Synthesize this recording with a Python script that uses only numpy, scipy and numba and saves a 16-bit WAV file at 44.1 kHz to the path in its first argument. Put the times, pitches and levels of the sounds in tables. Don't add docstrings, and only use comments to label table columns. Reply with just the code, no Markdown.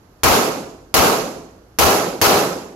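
import sys
import numpy as np
from scipy import signal
from scipy.fft import rfft, irfft
from scipy.io import wavfile
from scipy.ndimage import uniform_filter1d, minimum_filter1d
from numba import njit

SR = 44100
rng = np.random.default_rng(int(sys.argv[2]) if len(sys.argv) > 2 else 0)


def generate_wav(signal):
    frames = np.transpose(np.atleast_2d(signal))
    scaled = np.clip(frames, -1, 1) * 32767
    pcm = np.round(scaled).astype(np.int16)
    wavfile.write(sys.argv[1], SR, pcm)


def convert_level_to_amplitude(level_db):
    exponent = np.asarray(level_db, float) / 20
    return 10 ** exponent


N = 121275

# (time [s], aim [0 or 1])
SHOTS = [
    (.23415, 0),
    (.94115, 0),
    (1.78735, 1),
    (2.21495, 1),
]
# (blast and hall level [dB], diaphragm thud level [dB])
SHOT_LEVELS = [
    (0.1, 2.8),
    (0.1, -1.5),
    (0.1, 0.5),
    (0.1, -4),
]

# (delay [s], left level [dB], right level [dB])
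NEAR_ECHOES = [(.0008, -4, -8), (.0031, -4, -14.5), (.0048, -2, -12), (.0066, -10, -3.5), (0.0093, 1, -35),
               (0.0133, 12.5, -50), (0.0178, -32, 9), (0.029, -16, -34), (0.039, 6.5, -35), (.057, 19, -10),
               (0.158, -20.5, -10)]
BLAST_S, BLAST_DB, DIRECT_DB = .00042, 2, -1.5
FAR_COUNT, FAR_DB, FAR_SPREAD_DB, FAR_T60_S, FAR_SPAN_S = 70, -14, -2, 1, .4

# (frequency [Hz], time to fall 60 dB [s])
HALL_T60 = [(50, 0.47), (150, 1), (400, 0.86), (1200, 0.67), (3000, 0.63), (8000, 0.69), (12000, 0.55),
            (16000, 0.4)]
# (frequency [Hz], rise time [s])
HALL_RISE = [(60, .01), (200, 0.12), (500, 0.032), (1000, 0.03), (1600, 0.022), (2500, 0.018),
             (6000, 0.0054)]
# (frequency [Hz], level [dB])
HALL_COLOUR = [(20, -50), (60, -17), (200, -5.5), (420, 1), (800, -2), (1300, -3), (1800, -11.5),
               (5000, -18.5)]
# (frequency [Hz], likeness [0-1])
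SAME_AIM = [(60, .7), (400, .95), (1500, .85), (4000, .4), (10000, .1)]
# (frequency [Hz], likeness [0-1])
OTHER_AIM = [(60, .7), (400, .75), (1500, .35), (4000, .05)]
# (frequency [Hz], likeness [-1 to 1])
HALL_STEREO = [(60, 1), (180, 1), (550, 0.74), (1650, -0.015), (4970, -0.035), (15000, 0.011)]
HALL_DB, HALL_PATCH_DB = -1, 1.2
HALL_HEAD_START_S = .007
LULL_S, LULL_WIDTH_S, LULL_DEPTH = .0026, .0006, .8

# (frequency [Hz], level [dB])
STANDING_MODES = [
    [(166.9, -39), (199.2, -42.5), (258.4, -36.5), (366.1, -40.5), (409.1, -33), (532.9, -28.5),
     (694.4, -33.5), (775.2, -25), (920.5, -26.5), (1061, -51), (1098, -30), (1233, -32), (1319, -42)],
    [(118.4, -41.5), (199.2, -39), (258.4, -46), (376.8, -34), (409.1, -32), (532.9, -39), (624.5, -37),
     (742.9, -44), (802.1, -22.5), (974.4, -32), (1050, -32), (1292, -29.5), (1480, -52)],
]
STANDING_DB, STANDING_RISE_S, PORT_GAP_S = 16.5, .025, .00044
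STANDING_LIFE, DRIFT_RAD = .8, .04

# (frequency [Hz], level per Hz [dB])
AIR_COLOUR = [(15, -8.5), (60, 2.5), (150, -7), (300, -8.5), (1300, -17.5), (2400, -32), (12000, -38),
              (15500, -50)]
# (frequency [Hz], likeness [-1 to 1])
AIR_STEREO = [(60, 0.99), (240, 0.97), (950, 0.32), (3770, -0.23), (15000, -0.072)]
AIR_DB, AIR_PATCH_DB = -50, .4

# (frequency [Hz], level [dB])
SLAM_COLOUR = [(15, -38), (30, -26), (50, -7), (90, -5.5), (160, -14.5), (300, -24.5), (1000, -81)]
SLAM_DB = [-24.5, -33]
SLAM_HOLD_S, SLAM_T60_S = .085, .12

# (frequency [Hz], level [dB])
HOUSING = [(2000, -0.5), (2700, 1.5), (3500, -1.5), (4300, 2), (6500, 1), (7700, -2.5), (13300, 2.5),
           (15500, 8.5)]
# (frequency [Hz], level [dB])
LEFT_PORT = [(60, 2), (1000, -1), (3000, 1.5), (6500, -0.5), (8700, -1.5), (12000, -7.5), (14500, -11.5),
             (16500, -21)]
# (frequency [Hz], level [dB])
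RIGHT_PORT = [(60, 1.5), (1000, 2), (3000, 6), (5500, 7.5), (7200, 8), (8700, -3.5), (11800, 10.5),
              (15500, -7)]
# (frequency [Hz], level [dB])
BAND_LIMITS = [(12, -20), (45, 0), (15800, 0), (15950, -36), (16800, -44), (16900, -95)]
KNEE_DB, SHARPNESS, RELEASE_S = [-3, -6.5], [2.53, 3.55], [.0067, .01]
ATTACK_S, AHEAD_SAMPLES = .00034, 40
CLIP_LEVEL, CLIP_HARDNESS = .93, 14


def along(points, hz):
    point_hz, value = np.transpose(points)
    return np.interp(np.log(hz + 1), np.log(point_hz + 1), value)


def causal(x, points):
    size = 8192
    log_gain = np.log(convert_level_to_amplitude(along(points, np.fft.rfftfreq(size, 1 / SR))))
    cepstrum = irfft(log_gain, size)
    cepstrum[1:size // 2] *= 2
    cepstrum[size // 2 + 1:] = 0
    impulse = irfft(np.exp(rfft(cepstrum)), size)[:size // 2]
    return signal.fftconvolve(x, impulse)[:len(x)]


def blend(a, b, alike):
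    alike = np.clip(alike, -1, 1)
    return alike * a + np.sqrt(1 - alike ** 2) * b


def noise_pair(length, alike):
    a, b = rfft(rng.standard_normal((2, length)))
    likeness = along(alike, np.fft.rfftfreq(length, 1 / SR))
    turn = np.arccos(np.clip(likeness, -1, 1)) / 2
    middle, side = np.cos(turn) * a, np.sin(turn) * b
    return np.array([middle + side, middle - side])


def fade(x, gain, size):
    hz, t, spectra = signal.stft(x, SR, nperseg=size)
    return signal.istft(spectra * gain(hz, t), SR, nperseg=size)[1][..., :x.shape[-1]]


def patches(shape, depth_db):
    field = uniform_filter1d(rng.standard_normal(shape), size=4, axis=-2)
    field = uniform_filter1d(field, size=8, axis=-1)
    return convert_level_to_amplitude(depth_db * field / field.std())


def ventilation():
    colour = convert_level_to_amplitude(along(AIR_COLOUR, np.fft.rfftfreq(N, 1 / SR)))
    air = irfft(noise_pair(N, AIR_STEREO) * colour, N)
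    air = fade(air, lambda hz, t: patches((len(hz), len(t)), AIR_PATCH_DB), size=512)
    return convert_level_to_amplitude(AIR_DB) * air / air.std()


def blast(far):
    u = np.arange(SR // 50) / SR / BLAST_S
    pressure = (1 - u) * np.exp(-u)
    echoes = np.zeros((2, SR))
    echoes[:, 0] = convert_level_to_amplitude(DIRECT_DB)
    for delay, *side_db in NEAR_ECHOES + far:
        arrival = abs(delay + rng.normal(0, .0001))
        echoes[:, round(arrival * SR)] = convert_level_to_amplitude(np.array(side_db))
    return signal.fftconvolve(echoes, pressure[None], axes=1)[:, :SR]


def far_echoes():
    delay = .018 + FAR_SPAN_S * rng.uniform(0, 1, FAR_COUNT) ** 1.8
    spread = FAR_SPREAD_DB * rng.standard_normal((2, FAR_COUNT))
    side_db = FAR_DB - 60 * delay / FAR_T60_S + spread
    return list(zip(delay, *side_db))


def hall():
    hz = np.fft.rfftfreq(SR, 1 / SR)
    first_aim = noise_pair(SR, HALL_STEREO)
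    second_aim = blend(first_aim, noise_pair(SR, HALL_STEREO), along(OTHER_AIM, hz))
    aims = [first_aim, second_aim]
    same = np.sqrt(along(SAME_AIM, hz))
    tails = irfft([blend(aims[aim], noise_pair(SR, HALL_STEREO), same) for _, aim in SHOTS], SR)

    def decay(f, t):
        return convert_level_to_amplitude(-60 * t / along(HALL_T60, f)[:, None])

    def build_up(f, t):
        return 1 - np.exp(-(t + HALL_HEAD_START_S) / np.abs(along(HALL_RISE, f))[:, None])

    tails = fade(tails, decay, size=1024)
    tails = fade(tails, build_up, size=256)
    tails = fade(tails, lambda f, t: patches((4, 1, len(f), len(t)), HALL_PATCH_DB), size=256)
    t = np.arange(SR) / SR
    tails = tails * (1 - LULL_DEPTH * np.exp(-((t - LULL_S) / LULL_WIDTH_S) ** 2))
    colour = causal(np.r_[1, np.zeros(4095)], HALL_COLOUR)
    colour = colour / np.linalg.norm(colour)
    return signal.fftconvolve(tails, colour[None, None], axes=2)[..., :SR]


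def standing_waves(modes):
    hz, level_db = np.transpose(modes)[:, :, None]
    t = np.arange(SR) / SR
    phase, angle = rng.uniform(-1.194, 1, (2, len(hz), 1))
    wander = np.cumsum(rng.standard_normal((len(hz), SR)), axis=1)
    drift = np.pi * phase + DRIFT_RAD * wander
    decay_db = -60 * t / along(HALL_T60, hz) / STANDING_LIFE
    swell = 1 - np.exp(-t / STANDING_RISE_S)
    shape = convert_level_to_amplitude(STANDING_DB + level_db + decay_db) * swell
    sides = []
    for side in (1, -1):
        heard_t = t + side * angle * PORT_GAP_S
        sides.append((shape * np.sin(2 * np.pi * hz * heard_t + drift)).sum(0))
    return np.array(sides)


def pistol():
    out = np.zeros((2, N + SR))
    rings = [standing_waves(modes) for modes in STANDING_MODES]
    far = [far_echoes(), far_echoes()]
    for (time, aim), (level_db, _), tail in zip(SHOTS, SHOT_LEVELS, hall()):
        shot = convert_level_to_amplitude(BLAST_DB) * blast(far[aim]) + convert_level_to_amplitude(HALL_DB) * tail + rings[aim]
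        start = round(time * SR)
        out[:, start:start + SR] += convert_level_to_amplitude(level_db) * shot
    return out[:, :N]


def diaphragm_slam():
    since = np.array([np.arange(N) / SR - time for time, _ in SHOTS])
    thud_db = np.transpose(SHOT_LEVELS)[1][:, None]
    fade_db = thud_db - 60 * np.clip(since - SLAM_HOLD_S, 0, 3) / SLAM_T60_S
    envelope = ((since > 0) * convert_level_to_amplitude(fade_db)).sum(0)
    thud = np.array([causal(row, SLAM_COLOUR) for row in rng.standard_normal((2, N))])
    return convert_level_to_amplitude(np.array(SLAM_DB))[:, None] * envelope * thud / thud.std()


def scene():
    return pistol() + ventilation()


@njit
def follow(power, up, down):
    out, level = np.empty_like(power), 0.0
    for i in range(len(power)):
        level += (up if power[i] > level else down) * (power[i] - level)
        out[i] = level
    return out


def microphone(x, colour, knee_db, sharpness, release_s):
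    x = causal(causal(x, HOUSING), colour)
    level = follow(np.abs(x), 1 / (1 + ATTACK_S * SR), 1 / (1 + release_s * SR))
    level = -minimum_filter1d(-level, 2 * AHEAD_SAMPLES)
    reduction = (1 + (level / convert_level_to_amplitude(knee_db)) ** sharpness) ** (1 / sharpness)
    return x / uniform_filter1d(reduction, AHEAD_SAMPLES)


def low_pass(x):
    return signal.sosfilt(signal.butter(12, 16800, fs=SR, output="sos"), x)


def record(dry):
    settings = zip(dry, [LEFT_PORT, RIGHT_PORT], KNEE_DB, SHARPNESS, RELEASE_S)
    both = np.array([microphone(*row) for row in settings]) + diaphragm_slam()
    both = both / (1 + np.abs(both / CLIP_LEVEL) ** CLIP_HARDNESS) ** (1 / CLIP_HARDNESS)
    mix = np.array([causal(row, BAND_LIMITS) for row in both])
    return low_pass(mix)


dry = scene()
out = record(dry)
generate_wav(out)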